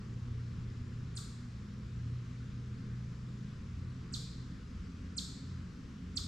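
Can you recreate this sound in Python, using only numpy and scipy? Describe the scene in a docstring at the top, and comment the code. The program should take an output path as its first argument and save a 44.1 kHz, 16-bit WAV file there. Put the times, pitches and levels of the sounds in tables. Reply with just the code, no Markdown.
"""Bird chips over far machines

A small bird gives four sharp chips in a quiet backyard: each is one fast downward whistle, a swept sine
with weak harmonics, that the lawn reflects once and the trees scatter into a tail of decaying noise.
Far away an engine drones and slowly speeds up, over a machine hum: tones whose paths fade in and out.
A low rumble and a faint outdoor hiss, both shaped noise, lie beneath."""
import sys
import numpy as np
from scipy import signal
from scipy.fft import rfft, irfft, next_fast_len
from scipy.io import wavfile
from scipy.ndimage import uniform_filter1d, map_coordinates

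SR = 44100
rng = np.random.default_rng(int(sys.argv[2]) if len(sys.argv) > 2 else 0)


def inscribe(sig):
    """Save sig as 16-bit PCM at rate SR to the path in sys.argv[1].

    A 1-D sig is mono; a 2-D sig holds one channel per row.
    Samples are clipped to [-1, 1] before scaling.
    """
    pcm = np.round(np.clip(np.atleast_2d(sig).T, -1, 1) * 32767)
    wavfile.write(sys.argv[1], SR, pcm.astype(np.int16))


N = 276547  # length of the scene in samples


def amp(db):
    """Level law: decibels to amplitude gain."""
    return 10 ** (np.asarray(db) / 20)


def unit(x):
    """Normalization: scale to rms 1."""
    return x / np.sqrt(np.mean(np.abs(x) ** 2) + 1e-20)


def along(points, hz):
    """Logarithmic frequency scale: (Hz, value) points interpolated on a log axis."""
    f, v = np.transpose(points)
    return np.interp(np.log(hz + 1), np.log(f + 1), v)


def curves(rows):
    """Linear interpolation in time: one value per sample for each column after the seconds."""
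    seconds, *columns = np.transpose(rows)
    t = np.arange(N) / SR
    return [np.interp(t, seconds, column) for column in columns]


def wobble(rate):
    """Band-limited fluctuation: a smooth curve through random knots, rate of them a second."""
    knots = rng.standard_normal(int(N * rate / SR) + 4)
    return map_coordinates(knots, [np.arange(N) * rate / SR])


def filtered(x, response):
    """Linear filtering: the spectrum of x times a response of frequency."""
    length = next_fast_len(x.shape[-1] + SR // 4)
    spectrum = rfft(x, length) * response(np.fft.rfftfreq(length, 1 / SR))
    return irfft(spectrum, length)[..., :x.shape[-1]]


def panned(lean_db):
    """Interaural level difference: left and right gains for left minus right in dB."""
    return amp(np.array([lean_db, -lean_db]) / 2)


def paired(two, alike):
    """Interaural coherence: two unrelated noises mixed into a partly alike left and right."""
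    def mid_and_side(hz):
        angle = np.arccos(np.clip(along(alike, hz), -1, 1)) / 2
        return np.array([np.cos(angle), np.sin(angle)])

    mid, side = filtered(two, mid_and_side)
    return np.array([mid + side, mid - side])


def far_tone(hz, unsteady, rate):
    """Multipath fading: a distant tone of rms 1, one steady path plus paths that fade in and out."""
    share = np.clip(unsteady, 0, 1)
    fading = unit(wobble(rate) + 1j * wobble(rate))
    paths = np.sqrt(1 - share) + np.sqrt(share) * fading
    phase = 2 * np.pi * (np.cumsum(hz * np.ones(N)) / SR + rng.random())
    return unit(np.real(paths * np.exp(1j * phase)))


def machines():
    """Superposition of tones: far engines at drifting pitch over hum lines, alike on both sides."""
    # Main engine pitch. Each row: time in seconds, pitch in Hz.
    engine_pitch = [(0, 119), (1, 119.1), (2.2, 120.1), (2.8, 121.3), (3.3, 124), (4.3, 125.1),
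                    (5.5, 127.1), (6.27, 127.6)]
    # Main engine swelling and fading on its way. Each row: time in seconds, level in dB before a small trim.
    engine_swell = [(0.0, -51.5), (0.15, -42.5), (1.11, -42.5), (1.26, -52.5), (1.41, -46.5), (1.71, -50),
                    (2.13, -39), (2.37, -46.5), (3.42, -44), (3.51, -51.4), (3.96, -45.7), (4.05, -49.4),
                    (4.32, -45.5), (5.1, -62.5), (5.58, -47.7), (5.73, -66), (6.0, -55), (6.27, -59)]
    # Second, weaker drone. Each row: time in seconds, pitch in Hz, level in dB.
    drone_path = [(0, 237.3, -61), (1, 238.6, -56), (1.7, 239.3, -62.5), (2.3, 248.9, -62.5),
                  (2.9, 256, -60), (3.6, 259, -71.5), (4.3, 260.5, -62), (5.5, 263.7, -61),
                  (6.27, 264.4, -59)]
    # Low hum line that comes and goes. Each row: time in seconds, level in dB before a small trim.
    throb_swell = [(0.0, -60), (0.33, -46), (1.74, -58), (2.07, -46), (2.37, -60.2), (2.73, -49.5),
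                   (2.85, -63), (2.94, -55), (3.39, -63.5), (3.78, -43), (4.26, -66), (4.38, -59.5),
                   (5.07, -48), (5.34, -73), (5.49, -45), (5.64, -46), (5.76, -60.8), (6.27, -46)]
    # Continuous hum lines. Each row: pitch in Hz, level in dB, unsteadiness from 0 to 1.
    hum_lines = [(59.5, -55.5, 0.15), (66.4, -58, 0.5), (150.4, -59, 0.38), (167.1, -61.5, 0.82),
                 (204.9, -57.5, 0.52)]

    t = np.arange(N) / SR
    engine_hz, = curves(engine_pitch)
    engine_db, = curves(engine_swell)
    drone_hz, drone_db = curves(drone_path)
    throb_db, = curves(throb_swell)
    # a higher hum line grows out of the rumble, then holds
    rising_from_db, rising_to_db = -62.5, -54.5
    rising_start_s, rising_takes_s = 2.55, 0.8
    risen = np.clip((t - rising_start_s) / rising_takes_s, 0, 1)
    rising_db = rising_from_db + (rising_to_db - rising_from_db) * risen

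    engine = amp(engine_db - 0.12) * far_tone(engine_hz, unsteady=0.073, rate=16)
    drone = amp(drone_db) * far_tone(drone_hz, unsteady=0.25, rate=7)
    throb = amp(throb_db + 0.2) * far_tone(hz=86.9, unsteady=0.16, rate=11)
    rising = amp(rising_db) * far_tone(hz=178.6, unsteady=0.6, rate=11)
    hum = sum(amp(db) * far_tone(hz, unsteady, rate=6) for hz, db, unsteady in hum_lines)
    return engine + drone + throb + rising + hum


def rush(spectrum, patchy_db):
    """Diffuse field: shaped stereo noise of rms 1 with soft time-frequency patches of random gain."""
    # Coherence of the two sides. Each row: frequency in Hz, left-right likeness from 0 to 1.
    likeness = [(60, 0.99), (130, 0.99), (250, 0.92), (500, 0.67), (1000, 0.56), (2100, 0.53), (4300, 0.73),
                (8700, 0.67)]
    # Balance of the two sides. Each row: frequency in Hz, left minus right in dB.
    balance = [(150, 0.5), (550, -0.1), (950, -0.5), (1660, 2), (2900, 3), (5000, 1), (8700, 5)]

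    z = signal.stft(rng.standard_normal((2, N)), nperseg=512)[2]
    field = uniform_filter1d(rng.standard_normal(z.shape[1:]), size=6, axis=0)  # across frequency
    field = uniform_filter1d(field, size=18, axis=1)  # across time
    patchy = z * amp(patchy_db * unit(field))
    two = signal.istft(patchy, nperseg=2 * (z.shape[1] - 1))[1][:, :N]
    stereo = paired(two, likeness)
    return unit(filtered(stereo, lambda hz: amp(along(spectrum, hz)) * panned(along(balance, hz))))


def air():
    """Broadband ambient noise: distant traffic's rumble shifts slowly upward under a thin, even hiss."""
    # Deep rumble spectrum. Each row: frequency in Hz, relative level in dB.
    deep_spectrum = [(12, -12), (22, -0.5), (30, -6.5), (45, 0), (65, -3), (105, 1), (140, -5), (185, -3.5),
                     (250, -8.5), (295, -13.5), (400, -17), (500, -20.5), (620, -35.5), (3000, -120)]
    # Upper rumble spectrum. 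Each row: frequency in Hz, relative level in dB.
    upper_spectrum = [(60, -41), (130, -27), (170, -2), (220, -0.5), (255, -0.5), (300, -11.5), (450, -22),
                      (3000, -120)]
    # Hiss spectrum. Each row: frequency in Hz, relative level in dB.
    hiss_spectrum = [(350, -26.5), (600, -8.5), (760, -9), (920, -7.5), (1050, -1.5), (1330, 0), (2130, -6),
                     (3800, -10.5), (5200, -10.5), (7500, -17.5), (8400, -25), (10300, -32.5),
                     (12400, -34.5), (16000, -91)]

    t = np.arange(N) / SR
    deep_db = -48 - 0.37 * t  # the deep part ebbs, in dB per second
    upper_db = -66.5 + 1.93 * t  # while the upper part grows
    deep = amp(deep_db) * rush(deep_spectrum, patchy_db=1.5)
    upper = amp(upper_db) * rush(upper_spectrum, patchy_db=0.5)
    hiss = amp(-62.5) * rush(hiss_spectrum, patchy_db=0.92)
    return deep + upper + hiss


def chip(t, upper, lower, start_hz, high_db, overtone_db, closing_db):
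    """Frequency modulation: a whistle dives in two stages to a faint low note; t is time from its knee."""
    # Dive of the whistle. Each row: stage (-1 start, 0 knee, 1 end of the loud part), pitch in Hz
    # before the part ahead of the knee is stretched to start_hz.
    sweep = [(-1, 8700), (-.6, 7850), (-.35, 7150), (-.14, 6200), (0, 5200), (.14, 4680), (.36, 4350),
             (.65, 3930), (.95, 3330), (1.5, 1550), (2.2, 1050)]
    # Strength of the whistle as it dives. Each row: its pitch in Hz, relative level in dB.
    whistle = [(2200, -35), (2900, -20.5), (3350, -6), (3900, -4), (4400, -2), (5200, -5), (6100, -12),
               (7200, -4), (7900, -10), (8500, -16), (9200, 4)]
    # Second harmonic. Each row: the whistle's pitch in Hz, level against the whistle in dB before overtone_db.
    second = [(3300, -11), (4000, -11.5), (4700, -19), (5200, -25)]
    # Faint third harmonic. 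Each row: its own pitch in Hz, level against the whistle in dB before overtone_db.
    third = [(10300, -34), (11500, -23), (12400, -28), (13200, -33), (15000, -40)]

    stages, pitch = np.transpose(sweep)
    stage = np.where(t < 0, t / upper, t / lower)
    early = np.clip(-stage, 0, 1)  # 1 at the start, 0 from the knee on
    hz = np.interp(stage, stages, pitch) * (start_hz / pitch[0]) ** early
    phase = 2 * np.pi * np.cumsum(hz) / SR

    fade_in = np.clip((stage - stages[0]) / 0.19, 0, 1)
    fade_out = np.clip((stages[-1] - stage) / 0.085, 0, 1)
    loud = amp(along(whistle, hz) + high_db * np.clip(3 * early, 0, 1))
    closing = amp(closing_db) * np.exp(-((hz - 1320) / 240) ** 2)  # low note around 1320 Hz
    fundamental = (loud + closing) * np.sin(phase)

    overtones = amp(along(second, hz)) * np.sin(2 * phase)
    overtones = overtones + amp(along(third, 3 * hz)) * np.sin(3 * phase)
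    bright = amp(overtone_db) * np.clip(stage / 0.083, 0, 1)  # overtones appear after the knee
    return np.sqrt(2) * fade_in * fade_out * (fundamental + loud * bright * overtones)


def ground(hz, delay_s, bounce_db):
    """Comb filtering: a lawn bounce beats with the direct sound, swelling and dipping it; deeper on the left."""
    bounce = amp(bounce_db + np.array([[3], [-3]]))
    return (1 + bounce * np.exp(-2j * np.pi * hz * delay_s)) / np.sqrt(1 + bounce ** 2)


def trees(build_s):
    """Multiple scattering: trunks and leaves answer with noise decaying at a rate set by frequency."""
    # Decay of the tail. Each row: frequency in Hz, time to fall by 60 dB in seconds.
    decay = [(1200, 0.39), (4200, 0.97), (7500, 0.66), (12000, 0.53)]
    # Colour of the tail. Each row: frequency in Hz, echo gain in dB.
    colour = [(1200, -1.5), (3000, -9), (3600, -5), (4500, -6.5), (5800, 0.5), (7500, 2), (8700, 2),
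              (10000, 5.5), (11500, 6), (14500, 8)]
    alike = [(1000, 0.43), (4300, 0.6), (8700, 0.68), (12000, .25)]  # (Hz, left-right likeness)

    hz, t, z = signal.stft(rng.standard_normal((2, SR * 4 // 5)), SR, nperseg=256)
    decayed = z * amp(-60 * t / along(decay, hz)[:, None])
    tail = signal.istft(decayed, SR, nperseg=256)[1]
    t = np.arange(tail.shape[1]) / SR
    near = 1 + .5 * np.exp(-t / 0.032)  # the nearest surfaces answer most strongly
    build = 1 - np.exp(-t / build_s)
    tail = paired(tail * near * build, alike)
    tail = tail / np.linalg.norm(tail[0])  # left energy 1 ahead of the colouring
    return filtered(tail, lambda hz: amp(along(colour, hz)))


def bird():
    """Direct and scattered sound: each chip arrives with level and phase differences, then from the trees."""
    # Calls. Each row: time of the sweep's knee in seconds, fall to the knee in seconds, fall after it (one
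    # stage) in seconds, starting pitch in Hz, call level in dB ahead of the path gains, then gains in dB of
    # the high part, echo (ahead of a 3 dB cut), overtones and low closing note.
    calls = [(1.1709, .017, 0.0102, 9150, -39, -2.5, 3.5, 1.5, -9.5),
             (4.1380, .0155, 0.013, 8450, -34, -8, 4, -4, -24),
             (5.1798, .0158, .013, 8700, -30.5, -4, 1.5, -3.5, -39),
             (6.1706, 0.0155, 0.011, 8750, -27.5, -8.5, 0.5, -6, -22.5)]
    # (Hz, left minus right dB) of the direct sound, then of the echo
    lean = [(3200, -2), (3900, -7), (4500, -9), (5300, -6), (6800, -2), (8200, 2), (12000, 2)]
    echo_lean = [(3300, 4.0), (4400, -1.0), (6000, 0), (7300, 3.0), (12000, 2.5)]
    # (Hz, radians by which left leads) of the direct sound
    turn = [(2000, -0.00069), (3700, -1.7), (4500, -1.4), (5400, -0.74), (7200, 0.95), (9000, 0.5)]

    def direct_path(hz):
        phases = np.exp(.5j * np.outer([1, -1], along(turn, hz)))
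        return panned(along(lean, hz)) * phases * ground(hz, delay_s=0.001128, bounce_db=-9)

    out = np.zeros((2, N + 2 * SR))  # room for the last tail
    lead = SR // 32  # samples ahead of the knee
    t = np.arange(-lead, 2 * lead) / SR
    for knee_s, upper, lower, start_hz, db, high_db, echo_db, overtone_db, closing_db in calls:
        knee = round(knee_s * SR)
        from_knee = t + (knee / SR - knee_s)  # keeps the fraction of a sample
        call = amp(db) * chip(from_knee, upper, lower, start_hz, high_db, overtone_db, closing_db)
        direct = filtered(call, direct_path)
        echo = amp(echo_db - 3) * signal.fftconvolve(call[None], trees(build_s=0.0055), axes=1)
        at = knee - lead
        out[:, at:at + len(t)] += amp(-3.5) * direct
        out[:, at:at + echo.shape[1]] += filtered(echo, lambda hz: panned(along(echo_lean, hz)))
    return out[:, :N]


def scene():
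    """Superposition: the far machines and the open air add to the bird."""
    return machines() + air() + bird()


def record(dry):
    """Band limiting: only frequencies below 15.2 kHz pass."""
    return filtered(dry, lambda hz: hz < 15200)


dry = scene()
out = record(dry)
inscribe(out)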